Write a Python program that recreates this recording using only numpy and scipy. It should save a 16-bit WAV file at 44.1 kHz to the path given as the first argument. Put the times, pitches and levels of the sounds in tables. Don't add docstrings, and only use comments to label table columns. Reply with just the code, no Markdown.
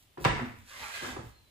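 import sys
import numpy as np
from scipy import signal
from scipy.fft import rfft, irfft
from scipy.io import wavfile

SR = 44100
rng = np.random.default_rng(int(sys.argv[2]) if len(sys.argv) > 2 else 0)


def master_out(mix):
    frames = np.transpose(np.atleast_2d(mix))
    ceiling = np.clip(frames, -1, 1)
    pcm = np.round(ceiling * 32767).astype(np.int16)
    wavfile.write(sys.argv[1], SR, pcm)


N = 66150
TIME = np.arange(N) / SR

# (time [s], level [dB], brightness: low-pass [Hz], low cut [Hz], clank t60 [s])
KNOCKS = [(.173, -21.5, 1280, 218, 0.13), (.178, -35, 4940, 1500, 0.04), (.2005, -33, 5000, 2500, .015),
          (.205, -19, 674, 102, 0.095), (.2422, -15.5, 4400, 1110, 0.18), (.2485, -3.5, 5040, 640, 0.029),
          (.2505, -0.5, 2460, 520, 0.049), (.2545, 0, 1900, 183, 0.061), (.311, -17, 1500, 130, 0.043),
          (.379, -15, 1870, 865, 0.14), (.393, -13, 1330, 308, .09), (.488, -26, 1800, 153, 0.056),
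          (.582, -39, 330, 200, 0.063), (1.019, -14.5, 560, 250, 0.1), (1.045, -14.5, 1670, 1000, 0.066),
          (1.06, -15, 810, 300, 0.043), (1.083, -16, 1000, 556, 0.049), (1.125, -21, 846, 450, 0.082),
          (1.164, -15, 1200, 330, 0.075), (1.19, -20, 600, 110, 0.062), (1.225, -33, 806, 337, 0.051),
          (1.329, -47, 3870, 1880, .03)]
# (frequency [Hz], level [dB], t60 [s])
IRON_MODES = [(250.4, -3.5, 0.26), (336, 5, 0.2), (535.4, -9, 0.44), (593, -1, 0.34), (783, -0.5, 0.26),
              (981, -3.5, .2), (1223, -1, 0.18), (1486, -0.5, 0.14), (1746, -4, 0.32), (1904, -0.5, 0.19),
              (2010, -3.5, 0.091), (2256, -2.5, 0.17), (2576, 6.5, .3), (4580, -15, .2)]
# (frequency [Hz], relative density [dB per Hz])
CLANK_SPECTRUM = [(40, -29), (130, 2), (400, -2.5), (950, -8), (2000, -5.5), (3200, -10.5), (6000, -12.5),
                  (9000, -6.5), (15000, -65)]
# (time [s], level [dB])
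PUSH = [(.54, -55), (.58, -30), (.65, -14.5), (.705, -5.5), (.79, -2), (.84, -0.5), (.915, -2), (.95, 2),
        (1., -1), (1.05, 1), (1.12, -2.5), (1.16, -17.5), (1.21, -59)]
# (frequency [Hz], relative density [dB per Hz])
HISS_SPECTRUM = [(300, -25), (1000, -7), (3000, 0), (5000, -1), (8000, -3), (14000, -10), (15500, -24)]
# (frequency [Hz], relative density [dB per Hz])
RASP_SPECTRUM = [(100, -22), (250, -31), (450, -8), (850, 0), (1600, 2), (2500, -1.5), (3600, -4),
                 (5000, -10), (10000, -21)]
# (time [s], frequency [Hz])
BITE = [(.7, 1580), (.84, 1460), (.89, 1660), (.935, 2970), (.975, 2580), (1.02, 1500), (1.14, 1200)]
# (harmonic number [1], level [dB])
JUDDER_HARMONICS = [(1, -39.5), (2, -30.5), (3, -43.5)]
# (start [s], length [s], pitch [Hz], sag [Hz per s], level [dB], rms waver [share of pitch])
SQUEAKS = [(.82, .04, 855, 200, -48, .04), (.835, .06, 1290, 0, -53, .035),
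           (.922, .035, 2460, 300, -47, .014), (.925, .05, 4380, 300, -55, .008),
           (.985, .04, 2440, 300, -49, .014), (1.025, .05, 1285, 200, -45, .04),
           (1.04, .04, 1560, 100, -46, .035), (1.312, .108, 4230, 600, -69, .01),
           (1.42, .09, 4030, 400, -73, .01)]
# (start [s], length [s], level [dB])
SWELLS = [(-.04, 0.11, -61.5), (0.191, 0.11, -47.5), (0.273, 0.34, -62.5), (.56, 0.074, -63),
          (1.216, 0.12, -60.5)]
# (frequency [Hz], relative density [dB per Hz])
SWELL_SPECTRUM = [(1000, -21.5), (3000, 1.5), (6000, -1.5), (9000, 1.5), (12500, -4), (15500, 4.5)]
# (time [s], frequency [Hz], level [dB], rise [s], t60 [s])
THUDS = [(0.178, 352, -34.5, 0.0039, 0.097), (.18, 153, -46.5, 0.0031, 0.26),
         (0.207, 57.6, -39.5, 0.013, 0.34), (0.258, 124.5, -10, 0.0043, 0.043),
         (0.285, 50.4, -32, 0.0036, 0.24), (0.313, 75.4, -35, 0.011, 0.14), (0.49, 95.3, -52, 0.0073, 0.3),
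         (0.574, 98.3, -50, 0.0088, 0.33), (1.025, 336, -33.5, 0.0032, 0.062),
         (1.074, 253.5, -37, 0.0066, 0.22), (1.11, 83.6, -47, 0.0091, 0.15),
         (1.165, 401, -44.5, 0.0025, 0.14), (1.188, 120, -31.5, 0.0021, 0.044),
         (1.238, 112, -42, 0.0033, 0.23), (1.259, 65.5, -45.5, .015, 0.35)]
# (time [s], level [dB])
RUMBLE_LEVEL = [(0, -76), (.17, -71.5), (.21, -57), (.3, -37.5), (.42, -41.5), (.55, -55), (.63, -59),
                (.71, -79), (.82, -52), (.92, -70.5), (1.02, -58.5), (1.13, -50.5), (1.26, -53.5),
                (1.38, -69.5), (1.44, -66), (1.5, -72)]
# (frequency [Hz], relative density [dB per Hz])
RUMBLE_SPECTRUM = [(20, -9), (50, -2.5), (105, 1), (160, -8.5), (240, -5.5), (400, -26), (1000, -26),
                   (4000, -106)]
# (frequency [Hz], relative density [dB per Hz])
AIR_SPECTRUM = [(25, -2), (90, -2), (200, -16), (600, -16.5), (1500, -22), (3200, -17), (5500, -25.5),
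                (14000, -26.5)]
# (frequency [Hz], t60 [s])
ROOM_T60 = [(60, 0.46), (250, 0.37), (700, 0.39), (2000, 0.58), (4500, 0.57), (9000, 0.61), (15000, 0.15)]
# (frequency [Hz], correlation [1])
ALIKE = [(50, 1), (150, 0.59), (300, 0.8), (700, 0.084), (2000, 0.13), (15000, 0.093)]

IRON_DB, CLANK_DB, KNOCK_ROOM_DB = -39, -13.5, -1
PUNCH_HZ, PUNCH_DB, PUNCH_T60_S = 877, -9.5, 0.0091
CRACK_DB, CRACK_T60_S = -32, 0.016
CONTACT_CYCLES = 1.47
HISS_DB, RASP_DB, SCRAPE_ROOM_DB = -50, -45.5, -4
RASP_GROWTH_DB_PER_DB = 1.79
UNEVEN_HZ, UNEVEN_RMS_DB = 31, 0.09
SLIP_HZ, SLIP_RMS_DB, RASP_T60_S = 170, 1.8, 0.045
GRAINS_PER_S, GRAIN_SPREAD_DB = 7000, 2
BITE_WIDTH_HZ, BITE_GAIN_DB = 1200, -3
JUDDER_HZ, JUDDER_START_S, JUDDER_LENGTH_S, JUDDER_ROOM_DB = 122, 0.409, 0.051, -5.5
WAVER_HZ = 171
THUD_ROOM_DB, AIR_DB = -6.5, -64.5
RIGHT_DB, LEFT_LAG_S = 0.86, 0.00027
ROOM_DELAY_S = 0.004
LOW_CUT_HZ, EDGE_HZ = 24, 15300


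def amp(db):
    return 10 ** (np.asarray(db) / 20)


def unit(x):
    return x / np.sqrt(np.mean(x ** 2) + 1e-20)


def read(points, hz):
    f, value = np.transpose(points)
    return np.interp(np.log(hz + 1), np.log(f + 1), value)


def follow(points):
    return np.interp(TIME, *np.transpose(points))


def delayed(x, delay_s):
    silence = np.zeros(x.shape[:-1] + (max(round(delay_s * SR), 0),))
    return np.concatenate([silence, x], -1)[..., :N]


def dying(t60_s):
    return np.exp(-np.log(1000) * TIME / t60_s)


def half_sine(start_s, length_s):
    return np.sin(np.pi * np.clip((TIME - start_s) / length_s, 0, 1))


def cut(x, hz, kind, order=2):
    corner_hz = np.clip(hz, 10, SR / 2 - 100)
    return signal.sosfilt(signal.butter(order, corner_hz, kind, fs=SR, output="sos"), x)


def slow_noise(hz):
    return unit(cut(rng.standard_normal(N), hz, "low"))


def colour(x, spectrum):
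    gain = amp(read(spectrum, np.fft.rfftfreq(N, 1 / SR)))
    return unit(irfft(rfft(x) * gain, N))


def diffuse():
    a, b = rfft(rng.standard_normal((2, N)))
    same = np.clip(read(ALIKE, np.fft.rfftfreq(N, 1 / SR)), -1, 1)
    mid = a * np.sqrt((1 + same) / 2)
    side = b * np.sqrt((1 - same) / 2)
    return irfft(np.array([mid + side, mid - side]), N)


def from_right(x):
    return np.array([delayed(x, LEFT_LAG_S), x])


def in_shop(x, room_db):
    hz, t, bands = signal.stft(diffuse()[:, :N // 2], SR, nperseg=256)
    decay = amp(-60 * t / read(ROOM_T60, hz)[:, None])
    tail = signal.istft(bands * decay, SR, nperseg=256)[1]
    tail = delayed(tail / np.linalg.norm(tail[0]), ROOM_DELAY_S)
    return x + amp(room_db) * signal.fftconvolve(x, tail, axes=1)[:, :N]


def resonate(x, hz, width_hz):
    turn = np.exp(2j * np.pi * np.cumsum(hz) / SR)
    r = np.exp(-np.pi * width_hz / SR)
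    return 2 * (turn * signal.lfilter([1 - r], [1, -r], x / turn)).real


def casting_ring():
    lean = (rng.random(len(IRON_MODES)) - .5) * np.pi / 2
    modes = np.array([amp(db) * dying(t60_s) * np.exp(2j * np.pi * hz * TIME)
                      for hz, db, t60_s in IRON_MODES])
    return amp(IRON_DB) * (np.exp(1j * np.array([lean, -lean])) @ modes).imag


def knocks():
    out = np.zeros((2, N))
    ring = casting_ring()
    punch = amp(PUNCH_DB) * dying(PUNCH_T60_S) * np.sin(2 * np.pi * PUNCH_HZ * TIME)
    for s, db, bright_hz, low_hz, t60_s in KNOCKS:
        rise = 1 - np.exp(-TIME * bright_hz / CONTACT_CYCLES)
        clank = amp(CLANK_DB) * colour(diffuse(), CLANK_SPECTRUM) * dying(t60_s)
        crack = amp(CRACK_DB) * rng.standard_normal(N) * dying(CRACK_T60_S)
        body = cut(rise * (clank + from_right(punch) + ring), bright_hz, "low", order=3)
        edge = from_right(cut(rise * crack, bright_hz, "low", order=1))
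        out += amp(db) * delayed(cut(body + edge, low_hz, "high"), s)
    return in_shop(out, KNOCK_ROOM_DB)


def scrape():
    push_db = follow(PUSH) + UNEVEN_RMS_DB * slow_noise(UNEVEN_HZ)
    hiss = from_right(amp(HISS_DB + push_db) * colour(grains(), HISS_SPECTRUM))
    slips = amp(SLIP_RMS_DB * slow_noise(SLIP_HZ))
    rasp_gain = amp(RASP_DB + RASP_GROWTH_DB_PER_DB * push_db)
    body = rasp(rasp_gain * unit(slips * grains()))
    bite = amp(BITE_GAIN_DB) * resonate(body, follow(BITE), BITE_WIDTH_HZ)
    return in_shop(hiss + body + bite, SCRAPE_ROOM_DB)


def rasp(drive, count=20):
    out = np.zeros((2, N))
    envelope = dying(RASP_T60_S) - dying(RASP_T60_S / 10)
    position = np.linspace(0, count - 1, N)
    for k in range(count):
        near = np.cos(np.pi / 2 * np.clip(position - k, -1, 1))
        casting = (colour(diffuse(), RASP_SPECTRUM) * envelope)[:, :N // 10]
        casting /= np.linalg.norm(casting[0])
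        out += signal.oaconvolve((near * drive)[None], casting, axes=1)[:, :N]
    return out


def grains():
    size = amp(GRAIN_SPREAD_DB * np.minimum(rng.exponential(1, N), 5))
    return size * rng.standard_normal(N) * (rng.random(N) < GRAINS_PER_S / SR)


def judder():
    groan = sum(amp(db) * np.sin(2 * np.pi * round(k) * JUDDER_HZ * TIME) for k, db in JUDDER_HARMONICS)
    return in_shop(from_right(half_sine(JUDDER_START_S, JUDDER_LENGTH_S) * groan), JUDDER_ROOM_DB)


def squeaks():
    out = np.zeros(N)
    for s, length_s, top_hz, sag_hz_per_s, db, waver in SQUEAKS:
        swell = np.sqrt(abs(half_sine(s, length_s)))
        hz = (top_hz - sag_hz_per_s * (TIME - s)) * (1 + waver * slow_noise(WAVER_HZ))
        out += amp(db) * swell * np.sin(2 * np.pi * np.cumsum(hz) / SR)
    return in_shop(from_right(out), SCRAPE_ROOM_DB)


def swells():
    level = sum(amp(db) * half_sine(s, length_s) for s, length_s, db in SWELLS)
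    return from_right(level * colour(grains(), SWELL_SPECTRUM))


def thuds():
    swings = np.zeros(N)
    for s, hz, db, rise_s, t60_s in THUDS:
        envelope = (1 - np.exp(-(TIME / rise_s) ** 2)) * dying(t60_s)
        swings += delayed(amp(db) * envelope * np.sin(2 * np.pi * hz * TIME), s)
    return in_shop(from_right(swings), THUD_ROOM_DB)


def rumble():
    return amp(follow(RUMBLE_LEVEL)) * colour(diffuse(), RUMBLE_SPECTRUM)


def air():
    return amp(AIR_DB) * colour(diffuse(), AIR_SPECTRUM)


def scene():
    slide = knocks() + scrape() + judder() + squeaks() + swells()
    return slide * amp([[-RIGHT_DB], [RIGHT_DB]]) + thuds() + rumble() + air()


def record(dry):
    band_limit = signal.firwin(255, EDGE_HZ, window=("kaiser", 9), fs=SR)
    return signal.oaconvolve(cut(dry, LOW_CUT_HZ, "high"), band_limit[None], "same")


dry = scene()
out = record(dry)
master_out(out)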